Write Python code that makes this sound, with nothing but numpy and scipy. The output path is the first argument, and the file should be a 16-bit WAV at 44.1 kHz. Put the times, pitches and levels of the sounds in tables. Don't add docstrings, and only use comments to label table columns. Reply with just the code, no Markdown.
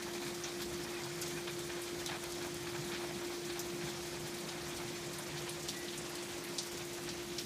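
import sys
import numpy as np
from scipy import signal
from scipy.fft import rfft, irfft
from scipy.io import wavfile
from scipy.ndimage import uniform_filter1d, minimum_filter1d

SR = 44100
rng = np.random.default_rng(int(sys.argv[2]) if len(sys.argv) > 2 else 0)


def wav_record(signal):
    frames = np.transpose(np.atleast_2d(signal))
    bounded = np.clip(frames, -1, 1)
    quanta = np.round(bounded * 32767).astype(np.int16)
    wavfile.write(sys.argv[1], SR, quanta)


def to_linear_factor(level_db):
    exponent = np.asarray(level_db, float) / 20
    return 10 ** exponent


N = 328545

# t/s, level/dB
RAIN_LEVEL = [(0, -46.5), (2.8, -46), (5.6, -46), (7.45, -47)]
# f/Hz, density/dB
WASH_SPECTRUM = [(210, -48), (330, -10), (450, -11), (700, -13), (1400, -16.5), (2400, -16), (2850, -16),
                 (3650, -17.5), (6250, -19), (9000, -24.5), (12000, -29.5), (15400, -32.5)]
PATTER_PER_S, PATTER_DB, PATTER_SPREAD_DB = 700, -10, 3.2
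TAPS_PER_S, TAPS_DB, TAPS_SPREAD_DB = 90, -12.5, 2.8

# t/s, level/dB per kHz, f/Hz, spread/octaves, sharpness/dB
NEAR_DRIPS = [(0.4377, -44, 6000, 0.3, 0), (0.6181, -50.5, 3990.0, 1.3, -2), (1.0359, -52, 5000.0, 0.95, 1),
              (1.2162, -48, 5450, 0.69, -8), (1.259, -55, 5500.0, 1, -12), (1.5898, -59, 6440.0, 1.4, -7),
              (1.8181, -54.5, 9340.0, 0.61, 0), (2.0617, -50.5, 5570, 1.3, 7),
              (2.2389, -58, 10360.0, 0.6, 11), (2.3233, -57, 5830.0, 1.3, 10),
              (2.4256, -55.5, 4500.0, 1.5, 6), (2.5439, -58, 8420.0, 0.92, 6),
              (3.5931, -45.5, 6060, 0.61, -1), (4.3837, -64, 10420.0, 0.57, -4),
              (4.4885, -52.5, 4200.0, 1.4, -3), (4.7639, -55.4, 5400.0, 1.3, -7),
              (5.186, -57, 8960.0, 0.64, 2), (5.4934, -50.5, 4600.0, .6, 1), (5.687, -45.5, 4270, 1.2, 2),
              (5.7894, -61.1, 11190.0, 0.3, 0), (5.9766, -53.5, 7060, 0.96, -10),
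              (6.154, -54, 5400.0, 1.4, 4), (6.227, -54.5, 7490.0, 0.62, -3),
              (6.4392, -58.5, 10400.0, 0.55, -1), (6.5838, -43.5, 4870, 1, -1),
              (6.629, -57, 6200.0, 0.89, -1), (7.0905, -49, 4700.0, 0.89, 3),
              (7.3827, -43.5, 4900, 0.6, -1)]
# t/s, level/dB per kHz, f/Hz
FAR_DRIPS = [(0.023, -47, 2500), (0.74, -58, 5600.0), (0.836, -60, 8300.0), (1.4734, -57, 2700.0),
             (1.5103, -70, 12910.0), (1.6436, -65, 6430.0), (3.4492, -59, 4620.0), (3.5025, -56, 3430.0),
             (4.1968, -64.0, 9350.0), (5.132, -73, 7480.0), (5.373, -53, 4000.0), (5.883, -47.5, 3360),
             (6.0972, -63.4, 11120.0), (6.7162, -68, 6030), (6.7723, -58, 6170.0), (6.852, -59.5, 7800.0),
             (6.8931, -60, 6510.0), (6.9326, -65, 3000.0)]
# t/s, level/dB per kHz, f/Hz, spread/octaves
BURST_DROPLETS = [(.6181, -58, 12700, 0.58), (1.2147, -53, 10000, 0.5), (2.0625, -45.5, 3680, 0.33),
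                  (2.0617, -56, 11500, 0.31), (3.5931, -54.5, 13500, 0.46), (5.132, -69, 8300, 0.21),
                  (5.4934, -53, 9700, 0.45), (5.627, -57, 7000, .35), (6.7162, -73, 11000, .8),
                  (6.9326, -80, 11000, .8), (5.687, -56, 8550, .3), (5.9766, -62, 8300, .25),
                  (6.5838, -46, 9050, 0.13)]
# delay/s, level/dB
PATIO_ECHOES = [
    (.0027, -5),
    (.0062, -11),
    (.0088, -9),
    (.0117, -10),
    (.0145, -12),
]
FAR_SPREAD_OCTAVES = 0.78
PATIO_T60_S, LOW_T60_S, EARLY_T60_S = .15, .08, .085
LATE_DB, LATE_T60_S = -10, .4
SKIRT_DB, LOW_SKIRT, THUD_HZ = 15, 0.99, 1990
TICK_DB, TICK_DB_PER_OCTAVE = 8, 2
UNEVEN_DB = 2

# t/s, level/dB, brightness/dB, length/s
RUNOFF_SLUGS = [(.146, -55.5, -5, .011), (.216, -48, 3, .008), (.26, -53, 1, 0.021), (.59, -53.5, 4, 0.018),
                (.966, -52.5, -3, 0.0086), (1.051, -63, -14, .013), (1.367, -51.5, -2, 0.0073),
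                (1.473, -48, 4, 0.011), (1.692, -51, 1, 0.022), (1.751, -58, -4, 0.036),
                (1.872, -54.5, 6, .008), (2.073, -58, 13, .023), (2.088, -48, -0.5, 0.033),
                (2.136, -49.5, -2, 0.0083), (2.233, -51, -1, .008), (2.407, -52.5, 0, 0.025),
                (2.666, -52, -1, .008), (2.743, -50, -4, .016), (2.914, -51, 3, .06),
                (2.99, -56, -7, 0.056), (3.103, -52.5, -5, .008), (3.213, -51, -5.5, 0.0061),
                (3.492, -52, 4, 0.009), (3.556, -51.5, -1, 0.0082), (3.809, -50, 2, 0.012),
                (3.865, -51, -3, .008), (4.472, -56.5, 0, 0.077), (4.689, -54, -2, 0.021),
                (4.795, -54, -8, 0.019), (5.186, -56, -8, .018)]
# t/s, level/dB, brightness/dB
PIPE_GURGLES = [(.063, -54, -5), (.437, -49, 4), (.472, -57, 10), (.84, -58, -5), (.935, -64, 3),
                (1.23, -56, -4), (2.443, -55, -3), (3.299, -59, -5), (3.655, -60, -7), (4.235, -67, -8),
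                (4.82, -63, -6), (5.36, -52, 3), (5.465, -56, 6), (5.925, -62, 15), (6.098, -62, -9),
                (6.181, -59, 10), (6.282, -60, 9), (6.318, -55.5, -1), (6.71, -60, 0), (6.79, -56, -3),
                (7.076, -53, 4)]
# f/Hz, width/Hz, level/dB
PIPE_MODES = [
    (790, 480, 0),
    (1590, 380, 0),
    (2430, 450, -1),
]
# f/Hz, level/dB
SPRAY_SPECTRUM = [(1800, -30), (2900, -3), (3600, 0), (4500, -3), (6500, -18), (16000, -50)]
GURGLE_S, SPRAY_DB, SPLASH_T60_S = 0.013, -5.5, 0.17

# t/s, level/dB, f/Hz
RAILING_TICKS = [(0.0232, -44.4, 9600), (0.1336, -44.6, 8600), (0.1501, -49.0, 9500), (0.2137, -49.7, 9900),
                 (0.2478, -45.5, 11000), (0.2744, -45.3, 8600), (0.345, -45.1, 9400), (0.6915, -48.8, 9300),
                 (0.903, -47.9, 9600), (1.1848, -50.3, 11000), (1.2789, -44.8, 9100),
                 (1.3317, -48.6, 10100), (1.5112, -49.7, 10600), (1.6414, -49.3, 10700),
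                 (1.6483, -49.4, 10800), (1.8354, -45.6, 8800), (1.9922, -44.5, 6500),
                 (2.0019, -49.2, 10200), (2.2269, -46.7, 9200), (2.3017, -44.9, 8500),
                 (2.4432, -48.3, 11000), (2.8464, -49.6, 10400), (2.8754, -46.6, 7500),
                 (3.2465, -47.3, 8100), (3.4509, -45.6, 8800), (3.6595, -48.3, 10300),
                 (3.7385, -50.1, 9400), (3.8428, -48.1, 10600), (3.8787, -48.6, 9700),
                 (3.8911, -44.7, 8100), (4.0214, -50.9, 11500), (4.0683, -46.9, 10100),
                 (4.2733, -44.7, 9700), (4.3422, -45.2, 10900), (4.4029, -48.1, 11800),
                 (4.6803, -44.7, 10400), (4.6884, -49.7, 10600), (4.8945, -50.1, 9900),
                 (5.0441, -50.1, 11800), (5.1325, -42.2, 8600), (5.2319, -46.9, 9500),
                 (5.3789, -42.9, 7600), (5.5993, -47.7, 8900), (5.6248, -44.9, 9200),
                 (5.7651, -44.1, 10000), (5.8465, -47.3, 9000), (6.3048, -48.6, 9000),
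                 (6.339, -50.7, 10000), (6.3806, -45.2, 8400), (6.5378, -47.7, 8100), (6.5542, -48.4, 9500),
                 (6.6627, -46.0, 9800), (6.7165, -44.3, 9500), (6.7778, -43.0, 7700),
                 (6.9328, -42.6, 10100), (7.0149, -48.3, 9300), (7.0369, -49.7, 9500),
                 (7.4114, -47.5, 10300), (7.4279, -51, 10000), (7.4491, -46.6, 7100)]
# t/s, level/dB, f/Hz
DRIP_SPLINTERS = [(1.2149, -42, 12000), (1.222, -43, 4000), (1.2695, -46, 4300), (1.306, -42, 4500),
                  (6.6294, -45, 6000), (6.662, -45, 7000), (1.2765, -47, 11000), (3.5978, -46, 6300),
                  (5.6825, -40, 7500), (5.6985, -39.5, 6000), (7.3852, -39, 4800), (7.3938, -42, 5200)]
TICK_CYCLES, TICK_TAIL, TICKS_DB = .9, .13, .5

# t/s, level/dB, f/Hz, length/s
PUDDLE_BUBBLES = [(.812, -58, 2540, .022), (.845, -59, 2400, .03), (.887, -57, 2680, .02),
                  (.935, -51, 2520, .025), (0.964, -53, 2400, 0.026), (1.005, -56, 2070, .022),
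                  (1.068, -57, 2420, .022), (1.1, -60, 2080, .045), (1.222, -52, 1430, 0.015),
                  (1.218, -59, 2700, .02), (1.235, -59, 2140, .022), (1.285, -56, 2190, 0.035),
                  (.915, -58, 2080, .03), (0.958, -55, 1904, .028), (1.165, -60, 2200, .02),
                  (1.325, -56, 2280, .022), (1.34, -55, 1720, 0.023), (1.364, -53, 2395, .03),
                  (1.372, -56, 1495, .03)]
BUBBLE_RISE_HZ_PER_S = 4500

# t/s, f/Hz, level/dB, length/s
BRAKE_SQUEAL = (5.728, 1948.5, -57.5, .18)

# t/s, level/dB
HUM_LEVEL = [(0, -47), (.3, -45), (.7, -46.5), (2, -45.5), (2.2, -48), (2.35, -45.5), (2.8, -45),
             (3.2, -45.5), (3.6, -46), (3.9, -45), (4.1, -48), (5, -48), (5.2, -49.5), (5.45, -47.5),
             (5.7, -51), (6.1, -47.5), (6.3, -49.5), (7.45, -47.5)]
# t/s, level/dB
RUMBLE_LEVEL = [(0, -49.5), (.55, -54), (.72, -46.5), (1.05, -52), (1.35, -49.5), (1.6, -51.5),
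                (2.2, -51.5), (2.8, -49), (3.3, -52.5), (3.75, -50.5), (4.6, -50.5), (5.2, -50.5), (6, -52),
                (7.45, -52)]
# f/Hz, density/dB
RUMBLE_SPECTRUM = [(20, -60), (35, -51), (55, -10.5), (80, -11), (115, -11), (135, -4), (150, 0.5),
                   (172, -6), (198, -2.5), (245, -8.5), (295, -4.5), (330, -10), (430, -58), (700, -103)]
# t/s, peak/dB, f/Hz
RUMBLE_THUMPS = [(0.299, -43, 206), (0.606, -41, 180), (0.715, -46, 231), (0.976, -45, 218),
                 (1.169, -38, 161), (1.749, -38, 158), (2.11, -39, 181), (2.554, -43, 171),
                 (2.644, -37, 164), (2.79, -36, 147), (2.939, -38, 144), (3.15, -37, 196),
                 (3.306, -45, 172), (3.741, -41, 170), (3.837, -34, 150), (4.239, -31, 144),
                 (4.334, -45, 161), (4.426, -39, 158), (4.845, -34, 128), (5.139, -54, 146),
                 (5.444, -40, 157), (6.11, -51, 153), (6.381, -42, 157), (7.114, -38, 156)]
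HUM_HZ, HUM_OCTAVE_DB, HUM_WAVER_DB = 349.0, -22, 1.2
THUMP_DB, THUMP_RISE_S, THUMP_T60_S = -1, 0.0058, 0.12

# f/Hz, level/dB
PORT_NOTCH = [(2450, 0), (2650, -4), (2750, -3), (2900, -4.5), (3200, 0)]
# t/s, share/1
NOTCH_SHARE = [(0, 1), (5, .9), (6, .35), (7.45, .35)]
# t/s, rarity/standard deviations
GAP_RARITY = [(0, 2.3), (3.3, 1.8), (3.8, 1.1), (6.8, 1.1), (7.45, 2.8)]
# t/s, f/Hz, level/dB
SIDE_PATCHES = [(.56, 13200, -80), (1.1, 11100, -76), (1.45, 9700, -69), (1.73, 12800, -71),
                (1.75, 8300, -67), (3.38, 11700, -71), (4.23, 5200, -64), (4.61, 10400, -70),
                (4.97, 6100, -61), (5.28, 5800, -64), (7.25, 9000, -67)]
EDGE_HZ, SPILL_OVER_DB, SPILL_DB = 15310, 5, -28


def evened(x):
    return x / np.sqrt(np.mean(x ** 2) + 1e-20)


def smooth_twice(x, samples):
    return evened(uniform_filter1d(uniform_filter1d(x, size=samples), size=samples))


def read(points, hz):
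    f, value = np.transpose(points)
    return np.interp(np.log(hz + 1), np.log(f + 1), value)


def along(rows):
    return np.interp(np.arange(N) / SR, *np.transpose(rows))


def add(mix, s, sound):
    part = mix[max(round(s * SR), 0):][:len(sound)]
    part += sound[:len(part)]


def colour(x, points):
    return irfft(rfft(x) * to_linear_factor(read(points, np.fft.rfftfreq(len(x), 1 / SR))), len(x))


def ring(x, points):
    gain_db = np.maximum(read(points, abs(np.fft.fftfreq(len(x), 1 / SR))), -130)
    response = np.exp(np.conj(signal.hilbert(np.log(to_linear_factor(gain_db)))))
    return np.fft.ifft(np.fft.fft(x) * response).real


def hiss(points, patchy_db, flicker_db, size):
    frames, hz = 4 * N // size + 5, np.fft.rfftfreq(size, 1 / SR)
    a, b, patches, flicker = rng.standard_normal((frames, len(hz), 4)).T
    patches = evened(uniform_filter1d(uniform_filter1d(patches, size=12, axis=0), size=10, axis=1))
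    flicker = uniform_filter1d(flicker, size=len(hz) // 3, axis=0)
    flicker = evened(uniform_filter1d(flicker, size=3, axis=1))
    level_db = read(points, hz)[:, None] + patchy_db * patches
    level_db = level_db + flicker_db * flicker * (hz[:, None] / 4000) ** .3
    z = (a + 1j * b) * to_linear_factor(level_db)
    return evened(signal.istft(z, nperseg=size, noverlap=size * 3 // 4)[1][:N])


def random_drops(per_s, spread_db, most):
    size = to_linear_factor(spread_db * np.minimum(rng.exponential(1, N), most))
    return size * (rng.random(N) < per_s / SR)


def rain():
    wash = hiss(WASH_SPECTRUM, patchy_db=1.5, flicker_db=1.15, size=512)
    total = wash + to_linear_factor(PATTER_DB) * patter() + to_linear_factor(TAPS_DB) * taps()
    return to_linear_factor(along(RAIN_LEVEL)) * evened(total)


def patter():
    drops = random_drops(PATTER_PER_S, PATTER_SPREAD_DB, 3.3)
    kind, t, out = rng.integers(0, 24, N), np.arange(2600) / SR, np.zeros(N)
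    for k, hz in enumerate(np.geomspace(1500, 14000, num=24)):
        snap = np.sin(2 * np.pi * hz * t) * np.exp(-t * hz)
        tail = np.zeros(len(t))
        tail[0] = 1
        tail += 0.22 * rng.standard_normal(len(t)) * to_linear_factor(-60 * t / PATIO_T60_S)
        grain = evened(signal.fftconvolve(snap, tail)[:len(t)])
        grain *= to_linear_factor(read(WASH_SPECTRUM, hz)) * np.sqrt(hz) * (1 + hz / 20000)
        out += signal.oaconvolve(drops * (kind == k), grain)[:N]
    return evened(out)


def taps():
    drops = random_drops(TAPS_PER_S, TAPS_SPREAD_DB, 3.5)
    kind, out = rng.integers(0, 8, N), np.zeros(N)
    for k, hz in enumerate(np.geomspace(2500, 12000, num=8)):
        grain = tick(hz, rng.standard_normal(2048)) * (2500 / hz) ** .4
        out += signal.oaconvolve(drops * (kind == k), grain)[:N]
    return evened(out)


def tick(hz, chance):
    t = np.arange(len(chance)) / SR
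    snap = np.sin(2 * np.pi * .62 * hz * t[:64]) * np.exp(-t[:64] * hz / TICK_CYCLES)
    tail = TICK_TAIL * chance * (t > .002) * to_linear_factor(-60 * t / PATIO_T60_S) + (t == 0)
    return np.convolve(np.diff(snap, prepend=0) / np.linalg.norm(np.diff(snap)), tail)


def drip_blow(hz, sharp_db, chance):
    blow = np.zeros(len(chance))
    blow[64] = 1
    for s, echo_db in PATIO_ECHOES:
        delay = round(s * SR)
        blow[64 + delay] = to_linear_factor(echo_db + 2 * chance[delay] - 1.3 * max(sharp_db, 0))
    pole = [1, -1.6 * np.cos(2 * np.pi * hz / SR), .64]
    return signal.lfilter(pole[::-1], pole, blow)


def drip_tail(t, chance):
    low = signal.sosfilt(signal.butter(3, 4200, fs=SR, output="sos"), chance[::-1])
    high = signal.sosfilt(signal.butter(3, 4200, "high", fs=SR, output="sos"), chance)
    scattered = high + 1.3 * low * to_linear_factor(-60 * t / LOW_T60_S + 60 * t / PATIO_T60_S)
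    scattered *= to_linear_factor(1.5 * evened(uniform_filter1d(chance[::-1], size=130)))
    fills = 1 - np.exp(-(np.maximum(t, 0) / .0015) ** 2)
    tail = np.convolve(scattered, [1, .25])[:len(t)] * fills
    late = to_linear_factor(LATE_DB - 60 * t / LATE_T60_S) * np.cos(np.pi / 2 * t / t[-1])
    return tail * (to_linear_factor(-60 * t / EARLY_T60_S) + late)


def drip(db, hz, spread, sharp_db, chance):
    t = (np.arange(len(chance)) - 64) / SR
    blow = np.convolve(drip_blow(hz, sharp_db, chance), [1, -.2])[:len(t)]
    tick_db = TICK_DB + sharp_db + TICK_DB_PER_OCTAVE * np.log2(hz / 6000)
    burst = 6.5 * to_linear_factor(tick_db) * blow + drip_tail(t, chance)
    f = np.geomspace(500, 20000, num=60)
    spreads_off = np.log2(f / hz) / (spread * np.where(f < hz, LOW_SKIRT, 1))
    bell = db - SKIRT_DB * spreads_off ** 2 - 10 * np.log10(1 + (THUD_HZ / f) ** 3)
    bell = np.maximum(bell, db - 40) + UNEVEN_DB * evened(uniform_filter1d(chance[-60:], size=2))
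    return to_linear_factor(13.4) * ring(burst / np.std(burst[64:944]), list(zip(f, bell)))


def pipe_mode(hz, f, width, db):
    band = np.exp(-(np.log(hz / f + 1e-9) / .55) ** 4)
    return to_linear_factor(db) * (.4 + 1 / (1 + (2 * (hz - f) / width) ** 2)) * band


def splash(low_db, upper_db, spray_db, length, chance):
    t, hz = np.arange(len(chance)) / SR, np.fft.rfftfreq(len(chance), 1 / SR)
    broken = chance * to_linear_factor(3.2 * evened(uniform_filter1d(chance[::-1], size=110)))
    modes = [pipe_mode(hz, *row) for row in PIPE_MODES]
    low = evened(irfft(rfft(broken) * modes[0], len(t)))
    upper = evened(irfft(rfft(broken) * sum(modes[1:]), len(t)))
    spray = evened(colour(broken, SPRAY_SPECTRUM))
    sound = to_linear_factor(low_db - 3.5) * low + to_linear_factor(upper_db) * upper + to_linear_factor(spray_db) * spray
    decay = to_linear_factor(2.0 - 60 * np.maximum(t - length, 0) / SPLASH_T60_S)
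    return decay * (1 - np.exp(-t / .0018)) * sound


def bubble(db, hz, length):
    t = np.arange(round(length * SR)) / SR
    tone = np.sin(2 * np.pi * (hz + BUBBLE_RISE_HZ_PER_S * t / 2) * t)
    return to_linear_factor(db + 5) * np.sin(np.pi * (t / length) ** .7) * tone


def squeal():
    s, hz, db, length = BRAKE_SQUEAL
    t = np.arange(round(length * SR)) / SR
    swell_db = 6 * np.sin(np.pi * (t / length) ** .7) - 5 * t / length
    swell = signal.windows.tukey(len(t), .3) * to_linear_factor(swell_db)
    flutter = to_linear_factor(.6 * smooth_twice(rng.standard_normal(len(t)), 250))
    return s, to_linear_factor(db) * swell * flutter * np.sqrt(2) * np.sin(2 * np.pi * hz * t)


def compressor():
    turn = 2 * np.pi * HUM_HZ * np.arange(N) / SR
    waver = smooth_twice(rng.standard_normal(N), 1500)
    line = np.sqrt(2) * (np.sin(turn) + to_linear_factor(HUM_OCTAVE_DB) * np.sin(2 * turn))
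    rumble = hiss(RUMBLE_SPECTRUM, patchy_db=2.0, flicker_db=1.5, size=4096)
    return to_linear_factor(along(HUM_LEVEL) + HUM_WAVER_DB * waver) * line + to_linear_factor(along(RUMBLE_LEVEL)) * rumble


def thump(db, hz):
    t = np.arange(8192) / SR
    decay = to_linear_factor(db + THUMP_DB - 60 * t / THUMP_T60_S)
    return decay * (1 - np.exp(-t / THUMP_RISE_S)) * np.sin(2 * np.pi * hz * t)


def scene():
    mix = rain() + compressor()
    drips = list(NEAR_DRIPS)
    drips += [(*row, FAR_SPREAD_OCTAVES, 0) for row in FAR_DRIPS]
    drips += [(*row, 0) for row in BURST_DROPLETS]
    for s, *row in drips:
        add(mix, s - 64 / SR, drip(*row, rng.standard_normal(6144)))
    slugs = list(RUNOFF_SLUGS) + [(*row, GURGLE_S) for row in PIPE_GURGLES]
    for s, db, bright_db, length in slugs:
        chance = rng.standard_normal(8192)
        add(mix, s, splash(db - bright_db, db, db + SPRAY_DB + bright_db, length, chance))
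    for rows, gain_db in [(RAILING_TICKS, TICKS_DB), (DRIP_SPLINTERS, 0)]:
        for s, db, hz in rows:
            add(mix, s, np.sqrt(30) * to_linear_factor(db + gain_db) * tick(hz, rng.standard_normal(2048)))
    for s, *row in PUDDLE_BUBBLES:
        add(mix, s, bubble(*row))
    add(mix, *squeal())
    for s, *row in RUMBLE_THUMPS:
        add(mix, s, thump(*row))
    return np.array([mix, mix])


def treble_gaps(x):
    hz, t, z = signal.stft(x, SR, nperseg=2048, noverlap=1536)
    field = rng.standard_normal(z.shape)
    field = evened(uniform_filter1d(uniform_filter1d(field, size=6, axis=0), size=5, axis=1))
    rarity = np.interp(t, *np.transpose(GAP_RARITY))
    rarity = rarity + 2.2 * np.log(13500 / np.clip(hz, 1, 13500))[:, None]
    treble = (abs(z[hz > 8000]) ** 2).sum(0)
    calm = treble < 1.4 * np.median(treble)
    empty = (-minimum_filter1d(-field, size=3, axis=1) > rarity) & calm
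    return signal.istft(z * np.where(empty, .02, 1), SR, nperseg=2048, noverlap=1536)[1][:N]


def side_patches():
    out, hz = np.zeros(N), np.fft.rfftfreq(2048, 1 / SR)
    for s, centre_hz, db in SIDE_PATCHES:
        band = abs(hz - centre_hz) < 800
        patch = evened(irfft(rfft(rng.standard_normal(2048)) * band))
        add(out, s - 1024 / SR, to_linear_factor(db + 4) * patch * np.hanning(2048))
    return out


def band_limit(x):
    return signal.sosfilt(signal.butter(12, 16440, fs=SR, output="sos"), x)


def record(dry):
    port = dry[0] + along(NOTCH_SHARE) * (colour(dry[0], PORT_NOTCH) - dry[0])
    edge = signal.firwin(1023, EDGE_HZ, window=("kaiser", 9), fs=SR)
    kept = signal.oaconvolve(port, edge, "same")
    above = port - kept
    power = uniform_filter1d(above ** 2, size=256)
    sudden = uniform_filter1d(1. * (power > np.median(power) * to_linear_factor(2 * SPILL_OVER_DB)), size=256)
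    mono = treble_gaps(kept) + to_linear_factor(SPILL_DB) * sudden * above
    mix = mono + np.array([[1], [-1]]) * side_patches()
    return band_limit(mix)


dry = scene()
out = record(dry)
wav_record(out)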